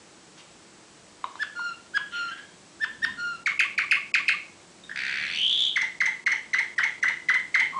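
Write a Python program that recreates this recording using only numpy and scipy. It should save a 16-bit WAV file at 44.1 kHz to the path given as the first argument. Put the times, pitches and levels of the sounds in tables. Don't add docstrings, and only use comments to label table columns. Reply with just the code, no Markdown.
import sys
import numpy as np
from scipy import signal
from scipy.fft import rfft, irfft
from scipy.io import wavfile
from scipy.ndimage import uniform_filter1d

SR = 44100
rng = np.random.default_rng(int(sys.argv[2]) if len(sys.argv) > 2 else 0)


def generate_wav(signal):
    frames = np.transpose(np.atleast_2d(signal))
    scaled = np.clip(frames, -1, 1) * 32767
    pcm = np.round(scaled).astype(np.int16)
    wavfile.write(sys.argv[1], SR, pcm)


def boost_factor(decibels):
    exponent = np.asarray(decibels, float) / 20
    return 10 ** exponent


N = 343539
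EDGE_HZ = 10280


def evened(x):
    return x / np.sqrt(np.mean(x ** 2) + 1e-20)


def read(points, hz):
    f, value = np.transpose(points)
    return np.interp(np.log(hz + 1), np.log(f + 1), value)


def add(mix, s, sound):
    part = mix[round(s * SR):][:len(sound)]
    part += sound[:len(part)]


def band(x, lo_hz, hi_hz):
    return signal.sosfilt(signal.butter(2, [lo_hz, hi_hz], "band", fs=SR, output="sos"), x)


def coloured(count, points):
    spectrum = rfft(rng.standard_normal(count))
    return irfft(spectrum * boost_factor(read(points, np.fft.rfftfreq(count, 1 / SR))), count)


def wander(count, s):
    size = int(s * SR)
    return evened(uniform_filter1d(uniform_filter1d(rng.standard_normal(count), size), size))


def stages(shape, length_s):
    share, *columns = np.transpose(shape)
    u = np.arange(0, 1, 1 / (length_s * SR))
    return [np.interp(u, share, column) for column in columns]


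def narrowed(shape, sweep):
    return [(u, 1 + sweep * (factor - 1), *levels) for u, factor, *levels in shape]


# pitch_hz, level_db
THROAT = [(800, 10), (2600, 2), (3600, -6), (4400, 2.5), (5200, -3), (6200, -2), (7500, -8.5), (10000, -11)]


def syrinx(hz, level_db, tones_db, lift_db, flicker_db):
    count = len(hz)
    phase = 2 * np.pi * (np.cumsum(hz) / SR + rng.random())
    voice = np.sin(phase)
    for k, db in enumerate(tones_db, 2):
        flicker = flicker_db * wander(count + 800, 0.003)[400:-400]
        tone_db = db + lift_db + read(THROAT, k * hz) + flicker
        voice = voice + boost_factor(tone_db) * np.sin(k * phase) * (k * hz < EDGE_HZ)
    ramp = np.arange(count)
    edge = np.minimum(ramp, ramp[::-1]) / (0.0009 * SR)
    return boost_factor(level_db) * voice * np.clip(edge, 0, 1)


# time_s, overtone_lift_db
BEAK = [(1.4, -1), (2.8, -0.4), (3.3, 5.5), (3.65, 0.5), (4.3, 1.4), (5.0, 6), (5.5, -2.5), (5.8, 2),
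        (6.55, 1), (7.03, -3), (7.6, -3.5)]
# pitch_hz, level_db per Hz
BREATH = [(900, -12), (1500, -8), (3000, 5), (4500, -1.5), (6500, -11.5), (9500, -15)]


def notes(rows, shape, tones_db, dip=(0, 0)):
    out = np.zeros(N)
    dip_share, dip_db = dip
    for s, db, hz, length_s in rows:
        factor, shape_db, lift_db = stages(shape, length_s)
        t = np.arange(len(factor)) / SR - dip_share * length_s
        shape_db = shape_db + dip_db * np.exp(-(t / 0.00088) ** 2)
        beak_db = np.interp(s, *np.transpose(BEAK))
        breath_db = db + shape_db + lift_db - 22.5 - 0.4 * beak_db
        rush = evened(coloured(4096, BREATH))[:len(factor)] * boost_factor(breath_db)
        voice = syrinx(hz * factor, db + shape_db, tones_db, lift_db + beak_db, 3.5)
        add(out, s, voice + rush * np.hanning(len(factor)) ** 0.34)
    return out


def held(rows, shape, tones_db):
    out = np.zeros(N)
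    for s, db, hz, length_s in rows:
        factor, shape_db, lift_db = stages(shape, length_s)
        hz = hz * factor * (1 + 0.013 * wander(len(factor), 0.0016))
        lift_db = lift_db + 2.5 * wander(len(hz), .012)
        add(out, s, syrinx(hz, db + shape_db, tones_db, lift_db, 2.1))
    return out


# pitch_hz, level_db per Hz
HISS = [(290, -6.5), (357, -7), (386, -11.5), (804, -14.5), (1260, -16.5), (2900, -20), (7860, -21),
        (10500, -32)]
# half_width_hz, level_db
WHINE = (30, -70.5)
# pitch_hz, level_db per Hz
LOW = [(12, -61), (20, -19), (119, -9.5), (185, -2.5), (223, -5), (300, -7.5)]
# time_s, level_db, half_width_s
SWELLS = [(2.1, 0.5, 0.92), (3.1, 8.5, 0.17), (3.65, 2.5, 0.45), (5.2, 5, 0.33), (7.75, 5, 0.33)]


def air():
    t = np.arange(N) / SR
    hz = np.fft.rfftfreq(N, 1 / SR)
    hiss = evened(irfft(rfft(coloured(N, HISS)) * (hz > 300) * (hz < EDGE_HZ), N))
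    low = evened(irfft(rfft(coloured(N, LOW)) * (hz <= 300), N))
    width_hz, whine_db = WHINE
    whine = evened(band(rng.standard_normal(N), 7850 - width_hz, 7850 + width_hz))
    swell_db = sum(db * np.exp(-((t - s) / half_s) ** 2) for s, db, half_s in SWELLS)
    return boost_factor(-53) * hiss + boost_factor(whine_db) * whine + boost_factor(-60.5 + swell_db) * low


# start_s, level_db, length_s
RUSTLES = [(.37, -52, .06), (1.345, -56, .05), (2.372, -54, .03)]


def rustles():
    out = np.zeros(N)
    for s, db, length_s in RUSTLES:
        u = np.arange(0, 1, 1 / (length_s * SR))
        brush = evened(band(rng.standard_normal(len(u)), 830, 5100))
        add(out, s, boost_factor(db) * brush * np.sqrt(u) * (1 - u) * 1.8)
    return out


# start_s, level_db, pitch_hz, length_s
CLUCKS = [
    (1.2414, -18.5, 1056, 0.0071),
    (1.355, -30, 1080, 0.0044),
    (1.593, -31, 1003, 0.0072),
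]
# length_share, pitch_factor, level_db, overtone_lift_db
CLUCK_SHAPE = [(0, 1.1, 1.5, 4.5), (.4, 1.001, 0, -5), (1, .9, -13, 1)]
SOFT_SHAPE = [(0, .9, -14, 0), (.3, 1, -2, 0), (.75, 1, 0, 0), (1, 1.01, -14, 0)]
CLUCK_TONES_DB = [-20, -38, -40, -44]
SOFT_TONES_DB = [-15.5, -33.5, -36, -42]
# pitch_hz, level_db under it, length_s
CLUCK_RING = (3780, -18, .005)


def clucks():
    hz, under_db, length_s = CLUCK_RING
    rings = [(s, db + under_db, hz, length_s) for s, db, *_ in CLUCKS]
    return notes(CLUCKS, CLUCK_SHAPE, CLUCK_TONES_DB) + notes(rings, SOFT_SHAPE, SOFT_TONES_DB)


AFTER_SHAPE = [(0, 0.92, -12, -0.45), (.35, 0.981, 0, -0.54), (.75, 1.03, 1.5, -.5), (1, 1.05, -6, -0.54)]


def after(rows, follow, db):
    delay_s, under_db, hz, length_s = follow
    trail = [(s + delay_s, peak_db + under_db, hz * rng.normal(1, .025), length_s)
             for s, peak_db, *_ in rows]
    return boost_factor(db) * notes(trail, AFTER_SHAPE, SOFT_TONES_DB)


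# start_s, level_db, pitch_hz, length_s
DROPS = [(1.388, -23.5, 1741, 0.05), (1.935, -20.5, 1668, 0.046), (2.798, -23, 1782, .054),
         (3.018, -18.5, 1845, 0.036)]
DROP_SHAPE = [
    (0, .84, -25.5, -6.5),
    (.33, 0.99, -3, -6),
    (.6, 1.001, -3, 0),
    (.82, .99, 8, -2.5),
    (1, 0.566, -16.5, 3),
]
DROP_TONES_DB = [-11, -17.5, -27.5, -25]
# length_share, depth_db
DROP_DIP = (.8, -7.5)
# delay_s, level_db under the note, pitch_hz, length_s
AFTER_DROP = (.05, -22, 1010, .035)


def drops():
    return notes(DROPS, DROP_SHAPE, DROP_TONES_DB, DROP_DIP), after(DROPS[1:], AFTER_DROP, -1.0)


# start_s, level_db, pitch_hz, length_s
HELD = [(1.552, -28.5, 1403, 0.19), (2.12, -28, 1397, 0.2), (3.172, -28, 1406, .198)]
HELD_SHAPE = [(0, 1.01, -17, .3), (.1, 1.012, -4, .3), (0.549, 1.001, -0.3, .3), (.9, .975, -5.5, .3),
              (1, 0.948, -16, 0.26)]
HELD_TONES_DB = [-18, -16.5, -22.5, -23]


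def held_whistles():
    return held(HELD, HELD_SHAPE, HELD_TONES_DB)


# start_s, level_db, pitch_hz, length_s
NEIGHBOUR = [(2.31, -52.5, 3310, 0.055), (2.44, -59, 3266, 0.029), (2.27, -47, 3067, 0.042),
             (2.305, -35.5, 1592, 0.04), (2.37, -45, 1662, 0.049), (4.836, -45, 3730, 0.0072)]
# time_s, pitch_hz, level_db
NEIGHBOUR_BUZZ = [(2.112, 3320, -47), (2.14, 3130, -36), (2.19, 2760, -48), (2.23, 2760, -46)]
LOW_BUZZ = [(2.12, 1950, -47), (2.2, 1890, -47), (2.4, 1810, -46)]
TICK_SHAPE = [(0, .757, -14, 0), (.35, .88, 0, 0), (.65, 1.1, -4, 0), (1, 1.3, -15, 0)]
TICK_TONES_DB = [-20, -26, -35, -33]


def neighbour():
    out = notes(NEIGHBOUR, SOFT_SHAPE, SOFT_TONES_DB)
    for buzz in (NEIGHBOUR_BUZZ, LOW_BUZZ):
        s, hz, db = np.transpose(buzz)
        at = np.arange(s[0], s[-1], .011)
        rows = zip(at, np.interp(at, s, db), np.interp(at, s, hz), np.full(len(at), .006))
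        out += notes(rows, narrowed(TICK_SHAPE, 0.86), TICK_TONES_DB)
    return out


# start_s, level_db, pitch_hz, length_s
CHIPS = [(3.4595, -15, 2266, 0.024), (3.592, -11.5, 2540, 0.021), (3.778, -12.5, 2397, 0.019),
         (3.911, -10.5, 2566, 0.02), (4.14, -12, 2494, .022), (4.281, -11.5, 2565, 0.019)]
CHIP_SHAPE = [
    (0, 1.05, -0.5, -5),
    (0.249, .95, -3.5, 3),
    (0.751, .6, -6, 1),
    (1, 0.43, -28, -7),
]
CHIP_TONES_DB = [-17, -23, -22.5, -36]
CHIP_DIP = (0.25, -4)
AFTER_CHIP = (.051, -15, 1120, .025)


def chips():
    return notes(CHIPS, CHIP_SHAPE, CHIP_TONES_DB, CHIP_DIP), after(CHIPS, AFTER_CHIP, -8.5)


# start_s, level_db, pitch_hz, length_s
PICKUP = [(4.894, -28, 1674, 0.0049), (4.9128, -26, 1770, 0.0057)]
# time_s, pitch_hz, effort_db
TRILL = [(4.962, 2063, -22.5), (5.164, 2104, -21.5), (5.28, 2210, -21), (5.337, 2670, -22),
         (5.414, 3230, -18), (5.522, 3536, -17), (5.647, 3530, -15), (5.689, 3570, -23)]
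# first_tick_s, tick_count, gap_s
TEMPO = [(4.9572, 15, .01515), (5.1836, 8, .0133), (5.2877, 7, .0117), (5.3706, 3, .0134),
         (5.4135, 12, .016), (5.6045, 6, .015)]
# pitch_hz, length_s, level_db
RATTLE = [(3540, 0.0056, -3.5), (4380, 0.0036, 0.5), (5850, 0.0064, 0.5), (8550, 0.0042, -8.5)]
# low_register_db, high_register_db
LOWER_RATTLE_DB = (-12.5, -28)
UPPER_RATTLE_DB = (-28.5, -30)


def trill():
    ticks = notes(PICKUP, SOFT_SHAPE, TICK_TONES_DB)
    rattle = np.zeros(N)
    at, course_hz, effort_db = np.transpose(TRILL)
    flip_hz = 2880
    beats = [(first_s + k * gap_s, gap_s) for first_s, count, gap_s in TEMPO for k in range(count)]
    for s, gap_s in beats:
        hz = np.interp(s, at, course_hz)
        db = np.interp(s, at, effort_db) + 1.5 * rng.standard_normal()
        s = s + rng.normal(0, .0006)
        high = 1 / (1 + np.exp((flip_hz - hz) / 180))
        shape = narrowed(TICK_SHAPE, 1.42 + (0.39 - 1.42) * high)
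        tick_s = gap_s - .0088
        ticks += notes([(s, db, hz * rng.normal(1, .015), tick_s)], shape, TICK_TONES_DB)
        strain_db = 11 * np.exp(-((hz - flip_hz) / 630) ** 2)
        rattle_db = [a + (b - a) * high + strain_db for a, b in (LOWER_RATTLE_DB, UPPER_RATTLE_DB)]
        for (ring_hz, ring_s, ring_db), under_db in zip(RATTLE, np.repeat(rattle_db, 2)):
            t = np.arange(0, ring_s, 1 / SR)
            swell = np.sin(np.pi * t / ring_s) ** 2
            ring = swell * np.sin(2 * np.pi * ring_hz * rng.normal(1, .045) * t)
            add(rattle, s + 0.0013, boost_factor(db + under_db + ring_db + 1.9 * rng.standard_normal()) * ring)
    return ticks, rattle


# start_s, level_db, pitch_hz, second_level_db, second_pitch_hz
PAIRS = [(5.759, -16, 2121, -16.5, 2092), (6.0037, -15, 2103, -15, 2082), (6.262, -15, 2118, -16, 2128),
         (6.5322, -16.5, 2040, -15, 2123), (6.78, -15, 1900, -14.5, 2134),
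         (7.0272, -14.5, 2008, -16.5, 2062), (7.286, -13.5, 1995, -14.5, 2055),
         (7.5426, -13, 2100, -12.5, 2127)]
PAIR_SHAPE = [(0, 1.05, -5.5, -4.5), (.3, .99, -0.2, 3.5), (0.622, .8, -1.5, -4), (1, 0.427, -23, 10)]
ANSWER_SHAPE = [(0, 1.03, -5, -9.5), (.3, 1.001, -1, 3.5), (.65, .84, -5.5, 2.5), (1, 0.525, -25.5, -5)]
PAIR_TONES_DB = [-22, -19.5, -26, -53]
PAIR_DIP = (0.472, -5.5)
ANSWER_DIP = (0.39, -5.5)
AFTER_ANSWER = (.017, -19, 920, .015)


def pairs():
    firsts = [(s, db, hz, .021) for s, db, hz, *_ in PAIRS]
    answers = [(s + .0517, db, hz, .019) for s, _, _, db, hz in PAIRS]
    out = notes(firsts, PAIR_SHAPE, PAIR_TONES_DB, PAIR_DIP)
    out += notes(answers, ANSWER_SHAPE, PAIR_TONES_DB, ANSWER_DIP)
    return out, after(answers, AFTER_ANSWER, -3)


# start_s, level_db, pitch_hz, length_s
LAST = [
    (7.724, -32, 1110, 0.0186),
    (7.744, -22, 1078, 0.039),
    (7.777, -21.5, 1060, .016),
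]
LAST_SHAPE = [(0, .96, -8, .3), (.3, .99, -12.5, .3), (.65, 1.001, 1, .3), (1, 1.076, -20, 0.302)]
LAST_TONES_DB = [-24, -32, -36, -40]


def closing_note():
    return held(LAST, LAST_SHAPE, LAST_TONES_DB)


# pitch_hz, t60_s
ROOM = [(300, 0.5), (1000, 0.37), (2000, 0.34), (3500, 0.45), (6000, 0.37), (10000, 0.33)]
# pitch_hz, level_db
WALLS = [(600, 0.5), (1200, -8), (1700, -8.5), (3000, 1.5), (4000, -7.5), (5500, -11), (7000, -8),
         (10000, -8)]


def room(x, echoes, tail_db, ring, direct_db=0):
    ring_hz, width_hz, ring_db, linger = ring
    taps = np.zeros(SR)
    at = np.arange(200, SR - 30, 30)
    taps[at + rng.integers(0, 30, len(at))] = rng.choice([-1., 1.], len(at))
    hz, t, z = signal.stft(taps, SR, nperseg=512)
    t60 = read(ROOM, hz) * (1 + abs(linger) / (1 + (2 * (hz - ring_hz) / width_hz) ** 2))
    tail = signal.istft(z * boost_factor(-60 * t / t60[:, None]), SR, nperseg=512)[1]
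    tail = boost_factor(tail_db) * tail / np.linalg.norm(band(tail, 1891, 2188)) * np.sqrt(1500 * 2 / SR)
    for s, db in echoes:
        tail[round(s * SR)] += boost_factor(db)
    hz = np.fft.rfftfreq(len(tail), 1 / SR)
    colour_db = read(WALLS, hz) + ring_db / (1 + (2 * (hz - ring_hz) / width_hz) ** 2)
    reflections = irfft(rfft(tail) * boost_factor(colour_db), len(tail))
    return boost_factor(direct_db) * x + signal.fftconvolve(x, reflections)[:N]


# delay_s, level_db
BARS = [(.0013, -20.5), (.0034, -28)]
# delay_s, level_db
ECHOES_FACING = [(.009, -13.5), (0.0133, -10), (0.019, -4.5), (0.034, -7.5), (.042, -7.5), (.058, -10.5)]
ECHOES_TURNED = [(.0085, -11.5), (.014, -15.5), (.022, -14.5), (.031, -9.5), (.046, -14), (.052, -10)]
# pitch_hz, width_hz, level_db, extra share of ring time
RING_OPENING = (1700, 540, 1.7, 0.2)
RING_FACING = (2190, 182, 7.3, 0.22)
RING_TURNED = (1993, 120, 6.7, 0.11)


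def scene():
    drop, drop_soft = drops()
    chip, chip_soft = chips()
    ticks, rattle = trill()
    pair, pair_soft = pairs()
    mix = air() + room(neighbour() + rustles(), [], 0.95, RING_OPENING, 4.2)
    mix += room(drop + clucks(), BARS + ECHOES_TURNED[:3], -7.5, RING_OPENING)
    mix += room(held_whistles() + closing_note(), [], -7.5, RING_OPENING)
    mix += room(drop_soft + chip_soft + pair_soft, [], -5.5, RING_OPENING)
    mix += room(chip, BARS + ECHOES_FACING, -5.0, RING_FACING)
    mix += room(ticks, ECHOES_FACING[:1], -2.5, RING_OPENING)
    mix += room(rattle, [], -7.5, (1700, 600, 1.5, .1))
    pose = np.searchsorted([6.2, 6.7, 7.2], np.arange(N) / SR)
    for k in range(4):
        mix += room(pair * (pose == k), BARS + ECHOES_TURNED, -2.2, RING_TURNED)
    return mix[None]


def top_cut(x):
    return signal.sosfilt(signal.butter(12, 10630, fs=SR, output="sos"), x)


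# start_s, end_s, depth_db
DROPOUTS = [(3.437, 3.461, -7.5), (3.584, 3.593, -12.5), (4.12, 4.136, -30), (5.992, 5.999, -22),
            (6.243, 6.258, -31), (6.749, 6.762, -7), (3.758, 3.781, -5.5), (7.005, 7.019, -6),
            (7.265, 7.276, -2)]


def record(dry):
    dry = signal.sosfilt(signal.butter(2, 40, "high", fs=SR, output="sos"), dry)
    depth_db = np.zeros(N)
    t = np.arange(N) / SR
    for start_s, end_s, db in DROPOUTS:
        depth_db[(t > start_s) & (t < end_s)] = db
    bass = signal.oaconvolve(dry, signal.firwin(255, 1250, fs=SR)[None], "same")
    gated = bass + (dry - bass) * uniform_filter1d(boost_factor(depth_db), 60)
    band_limit = signal.firwin(511, EDGE_HZ, window=("kaiser", 9), fs=SR)
    limited = signal.oaconvolve(gated, band_limit[None], "same")
    return top_cut(limited)


dry = scene()
out = record(dry)
generate_wav(out)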